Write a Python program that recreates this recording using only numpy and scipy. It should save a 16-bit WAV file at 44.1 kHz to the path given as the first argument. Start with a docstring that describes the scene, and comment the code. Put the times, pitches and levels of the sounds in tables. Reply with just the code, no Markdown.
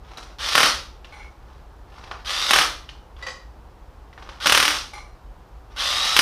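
"""A cordless impact driver runs down four bolts on an engine block in a workshop, over a steady low rumble.
First come scrapes and small handling clacks (short noise bursts). At each pull of the trigger a switch clicks,
gears rattle and whine (speed-driven noise and tones), then a hammer strikes about 38 times a second (cracks and
ringing modes). Between pulls come more clacks and scrapes, and bouncing taps that ring the socket;
after the second pull the tool also bumps the engine casting. Reflections and room noise surround it all."""
import sys
import numpy as np
from scipy import signal
from scipy.fft import rfft, irfft
from scipy.io import wavfile
from scipy.ndimage import uniform_filter1d

SR = 44100
rng = np.random.default_rng(int(sys.argv[2]) if len(sys.argv) > 2 else 0)


def to_wav(sig):
    """Store sig (one row per channel, or 1-D mono) as 16-bit WAV at the path in sys.argv[1].

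    Samples outside -1..1 are clipped; the rate is SR.
    """
    pcm = np.clip(np.atleast_2d(sig), -1, 1) * 32767
    pcm = np.round(pcm).astype(np.int16)
    wavfile.write(sys.argv[1], SR, pcm.T)  # frames by channels


N = 274213
TIME = np.arange(N) / SR

# Trigger pulls. Each row: pressed in seconds, released in seconds, highest free gear mesh rate in Hz,
# relative level running free in dB, relative level under load in dB, whine in dB before load lowers it.
TRIGGER_PULLS = [(.385, 0.681, 3484, -23.5, -17.5, -12), (2.248, 2.622, 3950, -22.5, -19, -2),
                 (4.402, 4.774, 3291, -20, -25.5, -5.5), (5.762, 6.22, 3910, -21, -22, -0.5)]
# The hammering in each pull. Each row: first blow in seconds, number of blows, time between blows in seconds,
# relative level of the first blow in dB, loss per blow in dB, boost of the lows in dB.
HAMMER_BURSTS = [(0.5524, 5, 0.026, -1, 1, 3), (2.508, 5, .0260, 0.5, 1.0, 1.5),
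                 (4.4699, 10, .0261, -1.5, .5, -3), (6.165, 3, .0254, 1, 0, -5)]
# Tone colour shared by clacks, clicks, scrapes and chatter. Each row: frequency in Hz, relative level in dB.
CLACK_COLOUR = [(150, -9.5), (500, 1.5), (1200, 9), (2000, 0.5), (3400, -1), (5600, -4), (7500, -19.5),
                (10000, -24), (15000, -43.5)]


def from_db(db):
    """Turn decibels into a gain."""
    return 10 ** (np.asarray(db) / 20)


def rms_one(x):
    """Scale to an rms (average strength) of one."""
    return x / np.sqrt(np.mean(x ** 2) + 1e-20)


def unit_energy(x):
    """Scale to a total energy of one."""
    return x / np.sqrt(np.sum(x ** 2) + 1e-20)


def at_hz(points, hz):
    """Read a table between its points, on a log-frequency axis."""
    known, values = np.transpose(points)
    return np.interp(np.log(np.maximum(hz, 1)), np.log(known), values)


def add(track, s, sound):
    """Mix a sound into a track at time s."""
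    start = int(np.clip(round(s * SR), 0, N - 1))
    track[start:start + len(sound)] += sound[:N - start]


def coloured(x, spectrum, low_db=0, treble_db=0, size=4096):
    """Filter to the given spectrum, with a shelf at each end, reacting as early as possible (minimum phase)."""
    hz = np.arange(size // 2 + 1) * SR / size
    low_shelf = low_db / (1 + (hz / 1600) ** 4)
    treble_shelf = treble_db * (1 - 1 / (1 + (hz / 5000) ** 4))
    # fade out below the lowest table frequency
    bottom = hz ** 2 / (hz ** 2 + (spectrum[0][0] / 2) ** 2) + 1e-3
    gain = from_db(at_hz(spectrum, hz) + low_shelf + treble_shelf) * bottom
    # folding the cepstrum (the log spectrum turned into time) gives the minimum phase
    cepstrum = irfft(np.log(gain))[:size // 2]
    cepstrum[1:] *= 2
    response = irfft(np.exp(rfft(cepstrum, size)))
    return signal.fftconvolve(x, response)[:len(x)]


def drift(rate):
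    """Random wander that heads for a new value rate times a second."""
    knots = rng.standard_normal(8192)
    return np.interp(TIME * rate, np.arange(len(knots)), knots)


def burst(envelope, size=31):
    """Shaped noise of unit energy that spreads evenly over all frequencies, as a hard contact does."""
    spectrum = rfft(rng.standard_normal(len(envelope)) * envelope)
    local_power = uniform_filter1d(np.abs(spectrum) ** 2, size)
    even = irfft(spectrum / np.sqrt(local_power))
    first_half = np.arange(len(even)) < len(even) // 2
    return unit_energy(even * first_half)


def ringing(modes, t, scatter_db, split, count=5):
    """One blow on a body: each mode is a cluster of close partials that beat against each other."""
    out = 0
    for hz, db, t60 in modes:
        partials = hz * (1 + split * rng.uniform(-1, 1, (count, 1)))
        strengths = rng.standard_normal((count, 1))
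        cluster = np.sum(strengths * np.sin(2 * np.pi * partials * t), axis=0)
        decay = from_db(-60 * t / t60)
        # a longer decay carries more energy
        strength = from_db(db + scatter_db * rng.standard_normal()) * np.sqrt(np.sum(decay ** 2) / 2)
        out = out + strength * unit_energy(cluster * decay)
    return out


def crack(t, t60, contact_s, colour, low_db, treble_db):
    """Hard parts meet: a dense noise burst swells during contact and dies quickly."""
    envelope = from_db(-60 * t / t60) * (1 - np.exp(-t / contact_s))
    return unit_energy(coloured(burst(envelope), colour, low_db, treble_db))


def hammer(crack_t60=0.013, contact_s=.0007, crack_db=16.5, anvil_db=4, size=8192):
    """Evenly spaced blows tend to weaken as the bolt tightens; each cracks, rebounds and rings anvil and bolt."""
    # Ringing of anvil, socket and bolt. Each row: frequency in Hz, relative level in dB,
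    # time to fall by 60 dB in seconds.
    anvil_modes = [(302, -18, 0.36), (596, -25, 0.15), (1020, -8, 0.023), (1240, -13.5, .06),
                   (1496, -12, 0.073), (1670, -13.5, 0.038), (2200, -5, 0.037), (2618, -9.5, 0.022),
                   (2995, 7, 0.031), (3260, 5.5, 0.0098), (5590, 2, 0.05), (8670, 1.5, 0.043)]
    # Tone colour of a blow. Each row: frequency in Hz, relative level in dB.
    blow_colour = [(53, -54), (90, -42.5), (109, -19.5), (185, -15.5), (415, -10.5), (586, -8), (682, -8),
                   (1250, 2.5), (2230, -5.5), (2950, -6), (4260, -9.5), (5510, -7.5), (7780, -23.5),
                   (9050, -18), (13900, -31.5), (15500, -36)]
    last_blow_db = -4.5   # the final blow only glances off
    treble_db, scatter_db = 2.5, 1.9
    rebound_s, rebound_db = .0055, -9.5   # the hammer's second jaw lands a little late
    out, t = np.zeros(N), TIME[:size]
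    for first_s, blows, period_s, first_db, loss_db, low_db in HAMMER_BURSTS:
        count = int(round(blows))
        for k, (force, lag) in enumerate(rng.standard_normal((count, 2))):
            s = first_s + k * period_s
            db = first_db - k * loss_db + last_blow_db * (k == count - 1) + scatter_db * force
            second_jaw_s = rebound_s * np.exp(.4 * lag)
            for delay, touch_db in ((0, 0), (second_jaw_s, rebound_db)):
                blow = crack(t[:size // 2], crack_t60, contact_s, blow_colour, low_db, treble_db)
                add(out, s + delay, from_db(db + touch_db + crack_db) * blow)
            ring = unit_energy(ringing(anvil_modes, t, scatter_db=2.5, split=0.018))
            add(out, s, from_db(db + anvil_db) * ring)
    return out


def pull_motion(pull, first_blow_s):
    """The motor starts, climbs, sags under the hammer and coasts: mesh Hz, level dB, whine gain and load (0-1)."""
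    start_hz, climb_hz_per_s, spin_up_s = 3280, 2300, .016
    standing_slow_share, standing_db = .18, -16.5   # speed and level missing at the first instant
    loaded_hz, sag_s, loaded_whine_db = 3080, .06, -9
    seating_s = .04   # friction builds for this long before the first blow
    coast_s, coast_db_per_s = .17, 268
    whine_rise_s = .03   # the whine emerges once the gears are up to speed
    pressed_s, released_s, top_hz, free_db, loaded_db, whine_db = pull
    # seconds since each stage began
    run, hammering, coasting = (np.maximum(TIME - s, 0) for s in (pressed_s, first_blow_s, released_s))
    standing = np.exp(-run / spin_up_s)
    seated = np.clip((TIME - first_blow_s) / seating_s + 1, 0, 1)
    sag = 1 - np.exp(-hammering / sag_s)
    free_hz = np.minimum(start_hz + climb_hz_per_s * run, top_hz) * (1 - standing_slow_share * standing)
    hz = (free_hz + sag * (loaded_hz - free_hz)) * np.exp(-coasting / coast_s)
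    db = free_db + standing_db * standing + seated * (loaded_db - free_db) - coast_db_per_s * coasting
    whine = from_db(whine_db + loaded_whine_db * sag) * (1 - np.exp(-run / whine_rise_s))
    return hz, db, whine, seated


def motor(rattle_db=3.0, backlash_hz=330, throb=0.16, teeth=18, level_db=-3.5, full_speed_hz=3500,
          hiss_rise=1.4, surge_db=-7, surge_s=0.063):
    """Gear teeth rattle in the housing, throbbing once a turn, with a rough whine that follows the speed."""
    # Tone colour of the housing. Each row: frequency in Hz, relative level in dB.
    motor_colour = [(150, -17), (450, -15.5), (540, -6), (750, -6.5), (1000, -2), (1280, 4.5), (1600, -7),
                    (1850, -1.5), (2300, -6), (3400, -0.5), (4250, -0.5), (5700, -1), (7200, -14),
                    (9500, -15.5), (15000, -35)]
    # Whine tones. Each row: multiple of the gear mesh rate, relative level in dB.
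    gear_tones = [(1 / 3, -14), (0.99, -4.5), (4 / 3, -9.5)]
    load_hiss_db = 2.5   # loaded teeth hiss more
    coasting_kept_s = .34   # the sound is kept for this long after release
    mesh_hz, level, singing, surge, load = np.zeros((5, N))
    for pull, hammering in zip(TRIGGER_PULLS, HAMMER_BURSTS):
        hz, db, whine_gain, seated = pull_motion(pull, hammering[0])
        running = (TIME >= pull[0]) & (TIME <= pull[1] + coasting_kept_s)
        mesh_hz += running * hz
        level += running * from_db(db)
        singing += running * whine_gain
        load += running * seated
        surge += running * np.exp(-((TIME - pull[0]) / surge_s) ** 2)
    phase = 2 * np.pi * np.cumsum(mesh_hz) / SR
    turn_throb = 1 + throb * np.cos(phase / teeth)
    contacts = rng.standard_normal(N) * from_db(rattle_db * drift(500)) * turn_throb
    rattle = rms_one(coloured(contacts, motor_colour))
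    # slow teeth meet softly, so the top of the rattle comes and goes with the speed
    hiss = signal.sosfiltfilt(signal.butter(2, 7000, "high", fs=SR, output="sos"), rattle)
    hiss_gain = (mesh_hz / full_speed_hz) ** hiss_rise * from_db(load_hiss_db * load)
    rattle = rattle + hiss * (hiss_gain - 1)
    whine = 0
    for k, db in gear_tones:
        # backlash (play between teeth) makes the force uneven, widening each tone into a narrow band
        sine_part = drift(backlash_hz * k) * np.sin(k * phase)
        cosine_part = drift(backlash_hz * k) * np.cos(k * phase)
        whine = whine + from_db(db) * (sine_part + cosine_part)
    # starting torque loads the slower gear stage, which sings briefly
    chirp = from_db(surge_db + 2.5 * drift(200)) * surge * np.sin(phase / 2)
    return from_db(level_db) * level * (rattle + singing * whine + chirp)


def trigger(click_t60=0.017, click_db=-17, treble_db=10, size=4096):
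    """A small, bright switch click as the motor starts."""
    out = np.zeros(N)
    for pull in TRIGGER_PULLS:
        click = crack(TIME[:size], click_t60, 0.0011, CLACK_COLOUR, -4, treble_db)
        add(out, pull[0], from_db(click_db) * click)
    return out


def handling_clacks(clack_t60=0.046, contact_s=0.00076, clack_db=11, ring_t60=0.015, ring_db=8, size=4096):
    """Small handling clacks: a noise burst plus a short resonance at a pitch of its own."""
    # Socket and tool knocking on the bolts, and the trigger or ratchet letting go near 1.05 and 2.89 s.
    # Each row: time in seconds, relative level in dB, boost of the lows in dB, boost of the treble in dB,
    # main resonance in Hz.
    clack_list = [(0.1726, -22.5, 10, 22, 3500), (.1817, -21, 6, 9, 1110), (0.2279, -27, -7, 11, 1270),
                  (1.0455, -29, -5, 2, 3080), (2.0393, -26.5, 1, 2, 840), (2.1124, -14, 4.5, -2, 1230),
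                  (2.8901, -24, -11, -1, 3220), (3.1654, -37, 1, 1, 3570), (4.129, -34.5, 0.5, 2, 1960),
                  (4.1776, -27, 5.5, -6, 1820), (4.2239, -28, -5, -2, 1120), (4.29, -21.5, -0.5, 2, 1060),
                  (4.4592, 1, -2, 13, 1300)]
    out, t = np.zeros(N), TIME[:size]
    for s, db, low_db, treble_db, hz in clack_list:
        clack = from_db(clack_db) * crack(t, clack_t60, contact_s, CLACK_COLOUR, low_db, treble_db)
        resonance = ringing([(hz, 0, ring_t60)], t, scatter_db=0, split=0.14)
        ring = from_db(ring_db) * unit_energy(resonance)
        add(out, s, from_db(db) * (clack + ring))
    return out


def scrapes(grain_db=5, level_db=-2):
    """Sliding steel catches and slips in uneven grains."""
    # The socket slides on a bolt head. Each row: start in seconds, length in seconds, relative level in dB.
    slides = [(0.02, 0.33, -46.5), (1.059, 0.22, -46), (1.416, 0.21, -54), (1.874, 0.37, -46),
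              (3.157, 0.15, -45.5), (4.172, .26, -46.5), (4.938, 0.079, -47), (5.70, .095, -48)]
    pressure = np.zeros(N)
    for s, length, db in slides:
        progress = np.clip((TIME - s) / length, 0, 1)
        pressure += from_db(db) * np.sqrt(np.sin(np.pi * progress).clip(0))
    grains = rng.standard_normal(N) * from_db(grain_db * drift(280))
    return from_db(level_db) * pressure * rms_one(coloured(grains, CLACK_COLOUR, low_db=7.0, treble_db=6.5))


def clinks(taps, modes, level_db, split, treble_db, chatter_t60=0.067, size=14000):
    """Light, bouncing taps on metal that is free to ring; the parts chatter briefly against each other."""
    bounce_s, bounce_loss_db = .019, 5   # each further touch follows this late and this much weaker
    out, t = np.zeros(N), TIME[:size]
    for first_s, ring_db, chatter_db, touches in taps:
        for k in range(int(round(touches))):
            ring = from_db(ring_db + level_db) * ringing(modes, t, scatter_db=4.0, split=split)
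            chatter = from_db(chatter_db) * crack(t, chatter_t60, .001, CLACK_COLOUR, 0, treble_db)
            add(out, first_s + k * bounce_s, from_db(-k * bounce_loss_db) * (ring + chatter))
    return out


def socket_taps():
    """The socket slips off and rings at its own modes."""
    # Each row: first touch in seconds, relative ring level in dB, relative chatter level in dB, touches.
    slips = [(1.124, -47.5, -27, 3), (1.195, -43.5, -36, 1), (4.934, -38, -15.5, 4)]
    # Each row: frequency in Hz, relative level in dB, time to fall by 60 dB in seconds.
    socket_modes = [(840, -0.5, 0.28), (1182, -1.5, .2), (1486, 3, 0.12), (2086, 2.5, 0.2),
                    (2190, -0.5, 0.25), (2328, -4, .24), (3450, -6.5, 0.13), (4130, -8, 0.19),
                    (5750, -3, 0.18), (7200, -15, 0.2), (9000, -13.5, 0.25), (10400, -19, 0.19)]
    return clinks(slips, socket_modes, level_db=-4.5, split=0.0295, treble_db=20.0)


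def casting_taps():
    """The tool bumps the engine casting, which rings at its own modes."""
    # Each row: first touch in seconds, relative ring level in dB, relative chatter level in dB, touches.
    bumps = [(3.225, -39.5, -13, 1), (3.266, -33.5, -7, 3)]
    # Each row: frequency in Hz, relative level in dB, time to fall by 60 dB in seconds.
    casting_modes = [(531, 2.5, 0.11), (760, -7, 0.057), (1085, 6.5, 0.084), (1300, -6, 0.08),
                     (1956, 7.5, 0.13), (2475, -5, 0.088), (2990, -9.5, 0.2), (3900, -6.5, 0.23),
                     (4710, 0, 0.15), (5180, -5, 0.11), (6100, -3, 0.077), (7000, -10, 0.12),
                     (7900, -11, 0.12), (9300, -18, 0.14)]
    return clinks(bumps, casting_modes, level_db=-4, split=0.033, treble_db=7.0)


def reflections(wet_db, build_s=0.014, size=32768):
    """Echoes off the engine and floor, and a diffuse tail that dies band by band."""
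    # Workshop decay. Each row: frequency in Hz, time to fall by 60 dB in seconds.
    workshop_t60 = [(150, 0.5), (600, 0.4), (1300, 0.37), (4000, 0.42), (8000, 0.33), (14000, 0.39)]
    # Nearby surfaces. Each row: delay in seconds, level in dB, treble lift in dB.
    echoes = [(.0030, -14.5, -1.5), (.0050, -14.5, 4.5), (.0068, -15, 5.5)]
    t, edges = TIME[:size], np.geomspace(60, 18000, 13)
    response = np.zeros(size)
    for low, high in zip(edges, edges[1:]):
        band_filter = signal.butter(3, [low, high], "band", fs=SR, output="sos")
        band = signal.sosfilt(band_filter, rng.standard_normal(size))
        t60 = at_hz(workshop_t60, np.sqrt(low * high))
        envelope = from_db(-60 * t / t60) * (1 - np.exp(-(t / build_s) ** 2))
        # wider bands carry more energy
        response += from_db(wet_db) * unit_energy(band * envelope) * np.sqrt(2 * (high - low) / SR)
    for delay, db, lift_db in echoes:
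        # cluttered surfaces smear each echo
        smear = burst(np.exp(-t[:2048] / 0.00066))
        treble = signal.sosfilt(signal.butter(1, 4500, "high", fs=SR, output="sos"), smear)
        add(response, delay, from_db(db) * (smear + (from_db(lift_db) - 1) * treble))
    return response


def workshop(x, count=4):
    """Tool and arms keep moving, so the sound passes smoothly from one pattern of reflections to the next."""
    # Hand and tool body shade the straight path. Each row: frequency in Hz, level in dB.
    straight_path = [(60, -2), (600, -1.5), (1200, -2.5), (3300, 3), (4800, -4), (7000, -7), (14000, 3)]
    out = coloured(x, straight_path)
    position = TIME * 18   # patterns passed, 18 a second
    for k in range(count):
        distance = np.abs((position - k) % count - count / 2)
        share = np.cos(np.pi / 2 * np.minimum(distance, 1))
        out = out + signal.fftconvolve(x * share, reflections(wet_db=-4.0))[:N]
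    return out


def background(air_db=-51, rumble_db=-44):
    """Steady ventilation noise over a low, uneven rumble, both made of filtered noise."""
    # Each row of both tables: frequency in Hz, relative level in dB.
    air_colour = [(59, -30.5), (100, 2.5), (209, -8), (281, -7.5), (370, -7), (497, -8), (668, -10),
                  (742, -7), (825, -7), (977, -8), (1660, -18), (2090, -23.5), (2690, -25), (5280, -30.5),
                  (15500, -55.5)]
    rumble_colour = [(15, -34.5), (28, 2.5), (40, 2), (48, 4.5), (57, 6.5), (68, 1), (85, -7), (110, -35),
                     (160, -50.5)]
    # the first 8192 samples let the filters settle and are dropped
    air = coloured(rng.standard_normal(N + 8192), air_colour)[-N:]
    rumble = coloured(rng.standard_normal(N + 8192), rumble_colour, size=32768)[-N:]
    return from_db(air_db) * rms_one(air) + from_db(rumble_db) * rms_one(rumble)


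def scene():
    """Driver and handling sounds in the workshop, alike in both channels."""
    driver = hammer() + motor() + trigger()
    handling = handling_clacks() + scrapes() + socket_taps() + casting_taps()
    mono = workshop(driver + handling) + background()
    return np.stack([mono, mono])


def record(dry):
    """The loudest peaks are rounded and the top is cut."""
    ceiling, cutoff_hz = .88, 15400
    rounded = ceiling * np.tanh(dry / ceiling)
    return signal.sosfilt(signal.ellip(12, .1, 90, cutoff_hz, fs=SR, output="sos"), rounded)


dry = scene()
out = record(dry)
to_wav(out)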